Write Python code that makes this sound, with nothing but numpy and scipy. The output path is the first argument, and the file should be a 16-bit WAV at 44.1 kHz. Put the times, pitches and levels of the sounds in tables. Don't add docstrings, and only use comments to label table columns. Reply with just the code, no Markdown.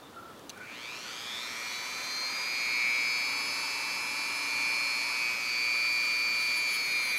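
import sys
import numpy as np
from scipy import signal
from scipy.fft import rfft, irfft, next_fast_len
from scipy.io import wavfile
from scipy.ndimage import uniform_filter1d

SR = 44100
rng = np.random.default_rng(int(sys.argv[2]) if len(sys.argv) > 2 else 0)


def persist_wave(psi):
    counts = np.round(np.clip(psi, -1, 1) * 32767).astype(np.int16)
    wavfile.write(sys.argv[1], SR, np.atleast_2d(counts).T)


N = 316638
T = np.arange(N) / SR


def undb(db):
    return 10 ** (np.asarray(db) / 20)


def unit(x):
    return x / np.sqrt(np.mean(x ** 2))


def curve(points):
    return np.interp(T, *np.transpose(points))


def bump(centre_s, half_s):
    return np.exp(-((T - centre_s) / half_s) ** 2)


def noise():
    return rng.standard_normal(N)


def walk(rate_hz):
    step = int(SR / rate_hz)
    return unit(uniform_filter1d(np.repeat(rng.standard_normal(N // step + 1), step), step)[:N])


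def colour(x, points):
    hz, db = np.transpose(points)
    size = next_fast_len(N)
    bins_hz = np.arange(size // 2 + 1) * SR / size
    gain = undb(np.interp(np.log(bins_hz + 1), np.log(hz), db))
    return unit(irfft(rfft(x, size) * gain, size)[:N])


def ring(x, hz, width_hz):
    return signal.lfilter(*signal.iirpeak(hz, hz / width_hz, fs=SR), x)


def grit(angle, wear_hz):
    around = np.linspace(0, 2 * np.pi, 2048, endpoint=False)
    out = 0
    for _ in range(4):
        surface = signal.resample(rng.standard_normal(120), len(around))
        out += walk(wear_hz) * np.interp(angle % (2 * np.pi), around, surface)
    return out / np.sqrt(uniform_filter1d(out ** 2, size=882) + 1e-12)


def outdoors():
    # time_s, gain_db
    gain_dip = [(.5, 0), (1.1, -2)]
    # freq_hz, gain_db
    spectrum = [(25, -16), (42, -37), (62, -12), (85, -4), (150, -3), (270, 1.5), (450, -0.5), (800, -4),
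                (1300, -4), (2200, -15.5), (3600, -13.5), (5000, -19), (9000, -24), (15500, -26.5)]
    return undb(-50 + curve(gain_dip) + 0.53 * walk(5.3)) * colour(noise(), spectrum)


def birds():
    # start_s, length_s, pitch_hz, gain_db
    calls = [(.01, 0.14, 3680, -55.5), (0.118, 0.29, 1370, -46), (0.545, 0.18, 1503, -46.5),
             (1.035, 0.16, 1464, -44)]
    out = 0
    for start_s, length_s, hz, db in calls:
        age = np.clip((T - start_s) / length_s, 0, 2)
        pitch_hz = hz * (1 - 0.058 * age ** 2 + 0.032 * walk(300))
        swell = (age / 0.4) ** 2 * np.exp(2 - 2 * age / 0.33) * (1 - age / 2)
        rasp = 1 + 0.6 * walk(120)
        out += undb(db + 4) * swell * rasp * np.sin(2 * np.pi * np.cumsum(pitch_hz) / SR)
    return out


def clicks():
    # start_s, peak_db, t60_s, tilt_db_per_octave
    snaps = [(0.376, -50, .02, -6), (0.394, -43, 0.0092, 4), (0.495, -26, 0.0083, 7),
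             (0.4985, -30, 0.023, 0), (0.501, -31, 0.025, -11), (.5763, -41, .004, 18)]
    # freq_hz, width_hz, gain_db
    modes = [(2930, 700, -11), (4060, 480, 5), (5940, 330, 1.5), (9300, 770, -14)]
    out = np.zeros(N)
    t = T[:SR // 16]
    for start_s, peak_db, t60_s, tilt in snaps:
        push = rng.standard_normal(len(t)) * np.exp(-np.log(1000) * t / t60_s)
        snap = sum(undb(db + tilt * np.log2(hz)) * ring(push, hz, width) for hz, width, db in modes)
        start = int(start_s * SR)
        out[start:start + len(t)] += undb(peak_db) * snap / np.abs(snap).max()
    return out


def shaft(start_s=.5, free_hz=286.36, touch_s=4.895, press_s=6.474):
    quick_share, quick_s, slow_s = .364, .2647, .8269
    age_s = np.maximum(T - start_s, 0)
    spin_up = 1 - quick_share * np.exp(-age_s / quick_s) - (1 - quick_share) * np.exp(-age_s / slow_s)
    sag_hz = 1.309 * np.maximum(T - touch_s, 0) + 70.1 * np.maximum(T - press_s, 0) ** 2.222
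    return np.maximum(free_hz * spin_up - sag_hz, 0), sag_hz


def current(mains_hz=60):
    phase = (2 * mains_hz * T) % 1
    return unit(np.sin(np.pi * phase) * np.clip((phase - .72) / .06, 0, 1))


def cavities(modes):
    return unit(sum(undb(db) * ring(ring(noise(), hz, 1.3 * width), hz, 1.3 * width)
                    for hz, width, db in modes))


def fan(angle, surge, speed, speed_db, facing):
    # freq_hz, nominal_width_hz, gain_db
    vents = [(999, 63, 2), (1292, 226, 1.5), (1512, 46, 0.5), (1735, 142, -1.5), (547, 345, -9.5)]
    # freq_hz, nominal_width_hz, gain_db
    facing_vents = [(917, 84, 6), (1109, 90, 5.5)]
    # shaft_order, gain_db, facing_db
    tones = [(1, -18, 2.5), (2, -20.5, 1), (3, -20, 8.5), (4, -16, 5), (6, -19.5, 5), (36, -22.5, 10.5)]
    # freq_hz, gain_db
    rush_spectrum = [(200, -45), (700, -2.5), (1600, -6), (1950, 7.5), (2400, 5), (2850, 0.5), (3400, 2.5),
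                     (3800, 0), (4400, 7), (5300, -2), (6400, 2), (7400, -5), (9000, -12.5), (15000, -28)]
    roar = (cavities(vents) + 0.93 * facing * cavities(facing_vents)) / np.sqrt(1 + facing ** 2)
    hum = np.sqrt(2) * sum(undb(db + facing_db * facing + 1.2 * walk(9)) * np.sin(order * angle)
                           for order, db, facing_db in tones)
    hum *= np.minimum(speed / 0.79, 1) ** 3
    rush = colour(noise() * (1 + 0.01 * surge), rush_spectrum)
    vent_db = -46 + 2.8 * facing + speed_db + .5 * walk(9.8)
    rush_db = -42 - 0.1 * facing + 1.25 * speed_db + .5 * walk(13)
    return undb(vent_db) * (roar + hum) + undb(rush_db) * rush


def hiss(angle, surge, speed_db, facing):
    # freq_hz, gain_db
    brush_spectrum = [(4000, -24), (7000, -13), (8000, 4.5), (8700, -8), (9800, 0), (10800, -3.5),
                      (11600, 5), (12500, -3.5), (13500, 0.5), (15500, -16)]
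    # freq_hz, gain_db
    vent_spectrum = [(4000, -16), (7000, 2.5), (8300, -1), (10000, 5), (11500, -1), (13000, -10),
                     (15500, -22)]
    brushes = colour((.55 * grit(angle, 1.5) + noise()) * (1 + .08 * surge), brush_spectrum)
    vents = colour(noise() + 0.13 * grit(angle, 1.64), vent_spectrum)
    level_db = -56 + 7.9 * facing + 1.36 * speed_db
    return undb(level_db) * (np.sqrt(1 - facing) * brushes + np.sqrt(facing) * vents)


def wheel(angle, sag_hz, rub_db=-46.3, ref_sag_hz=14, bite_half_s=0.044):
    # freq_hz, gain_db
    brass = [(400, -53), (2000, -2), (3400, 11), (5000, -8), (6500, -31), (8500, -5), (10100, 9.5),
             (11000, 0), (11800, 4), (13000, -6), (15500, -8)]
    # centre_s, boost_db
    bites = [(6.43, 7), (6.58, 7), (6.73, 7)]
    bite_db = sum(db * bump(centre_s, bite_half_s) for centre_s, db in bites)
    rub = (sag_hz / ref_sag_hz) ** .35 * undb(rub_db + bite_db)
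    contact = .2 + ((1 + np.cos(angle)) / 2) ** 2.5
    scrape = contact * undb(2 * walk(60)) * (grit(angle, 18) + .5 * noise())
    return rub * colour(scrape, brass)


def weak_tones(angle, speed):
    # shaft_order, gain_db
    tones = [(7, -61.5), (10, -53), (12, -56), (14, -48.5), (21, -57), (22, -54), (23, -77), (25, -57),
             (27, -67), (29, -73)]
    out = 0
    for order, db in tones:
        lag_rad = .55 * abs(order - 16) * walk(1.5)
        sway_db = 2 * walk(2.44) + 1.7 * walk(25)
        out += undb(db - 4.5 + sway_db) * np.sin(order * angle + lag_rad)
    return np.sqrt(2) * speed ** 3 * out


def tone_levels(shaft_hz, speed, facing, case_floor_db=-15):
    # shaft_order, gain_db, facing_db, labour_db
    tones = [(15, -40, 2.5, -12.5), (16, -35.5, -8.5, 0.5), (17, -55.5, -18, 7.5), (18, -45, 9, -4.5)]
    # freq_hz, width_hz, gain_db
    case = [(2335, 300, -12), (3470, 240, -2.5), (3920, 31, -10), (4170, 77, -4.5), (4350, 18, -1.5),
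            (4470, 135, 0), (4563, 57, -4), (4690, 43, 1), (4838, 98, 8.5), (5010, 32, 4.5)]
    # centre_s, half_s, shaft_order, change_db
    swells = [(0.846, 0.038, 24, 2.5), (1.437, 0.045, 18, 11), (1.6, 0.1, 16, -15), (1.66, 0.085, 18, 4.5),
              (1.755, 0.031, 16, 4), (2.237, 0.11, 16, 7.5), (2.414, 0.072, 16, -5), (2.65, 0.32, 15, 8),
              (2.777, .07, 18, 1), (2.938, 0.097, 16, -10), (3.224, 0.18, 16, 2), (3.75, 0.19, 17, 10),
              (4.044, 0.066, 16, -15), (4.2, 0.41, 15, -3), (4.35, 0.09, 16, -8), (4.582, .07, 18, -7),
              (4.82, 0.39, 15, 4), (5.33, .1, 15, -5), (5.375, 0.086, 16, -11), (5.85, 0.4, 24, -14),
              (6.65, 0.21, 24, 8), (6.83, .06, 17, -7), (7.025, 0.066, 17, 3), (7.108, 0.035, 18, 14)]
    labour = 1 - np.exp(-(1 - speed) / 0.028)
    levels_db = {24: -58 + 8.5 * labour}
    for order, db, facing_db, labour_db in tones:
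        flare = sum(undb(mode_db) ** 2 / (1 + (2 * (order * shaft_hz - hz) / width) ** 2)
                    for hz, width, mode_db in case)
        case_db = 10 * np.log10(undb(case_floor_db) ** 2 + flare)
        levels_db[order] = db + case_db + facing_db * facing + labour_db * labour
    for centre_s, half_s, order, change_db in swells:
        levels_db[order] += change_db * bump(centre_s, half_s)
    return levels_db


def strong_tones(angle, surge, speed, levels_db):
    strain = np.clip(.96 - speed, 0, 1)
    torque = uniform_filter1d(uniform_filter1d(surge, size=110), size=80)
    torque = unit(torque - torque.mean())
    throb = np.clip(.05 + 1.2 * strain, 0, .55)
    pulse = (1 + throb * torque) / np.sqrt(1 + throb ** 2)
    upper_db = levels_db[24] - 16.5 + 13 * np.clip(3 * strain, 0, 1)
    out = 0
    for order, db in (*levels_db.items(), (32, upper_db), (40, upper_db - 9)):
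        swing_rad = np.clip(.16 + strain * order / 5, 0, 1.1) * np.roll(torque, shift=60)
        rattle_rad = (.04 + strain * order / 36) * walk(260)
        out += undb(db - 1.2 + walk(17)) * pulse * np.sin(order * angle + swing_rad + rattle_rad)
    return np.sqrt(2) * out


def whine(angle, surge, facing):
    # freq_hz, width_hz, gain_db, facing_db
    modes = [(2407, 47, 7, -3.5), (2567, 61, -20, -3.5), (2627, 34, -24, 34)]
    # centre_s, half_s, mode1_db, mode2_db, mode3_db
    regrips = [(2.55, 0.46, -12, 4, 3), (3.75, 0.44, -7.5, 0, 7), (5.314, 0.33, -21, 32, -11)]
    # time_s, level_db
    envelope = [(0.55, -43), (0.66, -52), (0.95, -46.5), (1.06, -50.5), (1.57, -41), (2.15, -42.5),
                (2.87, -28), (3.52, -37), (4.44, -35), (4.65, -30.5), (5.09, -33.5), (5.26, -30.5),
                (5.37, -35.5), (5.67, -29.5), (6.68, -31), (6.82, -32.5), (6.95, -31.5), (7.1, -30.5)]
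    slots = np.sin(8 * angle) + np.sin(16 * angle) / 3 + np.sin(24 * angle) / 3 + np.sin(32 * angle) / 4
    force = (surge + 0.19) * (slots + 0.071 * noise())
    broad = undb(-2) * ring(force, 2650, 580) + undb(-13) * ring(force, 1926, 130)
    narrow = 0
    for k, (hz, width, db, facing_db) in enumerate(modes):
        grip_db = sum(change_db[k] * bump(centre_s, half_s) for centre_s, half_s, *change_db in regrips)
        narrow += undb(db + facing_db * facing + grip_db) * ring(force, hz, width)
    shell = ring(broad + narrow, 2306, 253)
    shell -= 2 * ring(shell, 2460, 135)
    running_rms = np.sqrt(uniform_filter1d(shell ** 2, size=13230) + 1e-12)
    return undb(curve(envelope)) * shell / running_rms


def scene():
    # time_s, share
    vent_aim = [(2.3, 0.3), (3.0, 0.36), (3.4, 0.78), (5.1, 0.81), (5.45, 0.07), (7.18, 0.03)]
    facing = curve(vent_aim)
    shaft_hz, sag_hz = shaft()
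    speed = shaft_hz / shaft_hz.max()
    speed_db = 20 * np.log10(speed + 1e-6)
    angle = 2 * np.pi * np.cumsum(shaft_hz * (1 + 0.00015 * walk(20))) / SR
    surge = current()
    housing = whine(angle, surge, facing)
    levels_db = tone_levels(shaft_hz, speed, facing)
    tones = strong_tones(angle, surge, speed, levels_db) + weak_tones(angle, speed)
    motor = np.minimum(speed / 0.071, 1) * housing + np.minimum(speed / 0.4, 1) ** 2 * tones
    rumble = outdoors()
    air = fan(angle, surge, speed, speed_db, facing) + hiss(angle, surge, speed_db, facing)
    mono = rumble + motor + air + wheel(angle, sag_hz) + clicks() + birds()
    return np.array([mono, mono])


def record(dry):
    cutoff_hz = 15750
    return signal.sosfilt(signal.ellip(10, .2, 80, cutoff_hz, fs=SR, output="sos"), dry)


dry = scene()
out = record(dry)
persist_wave(out)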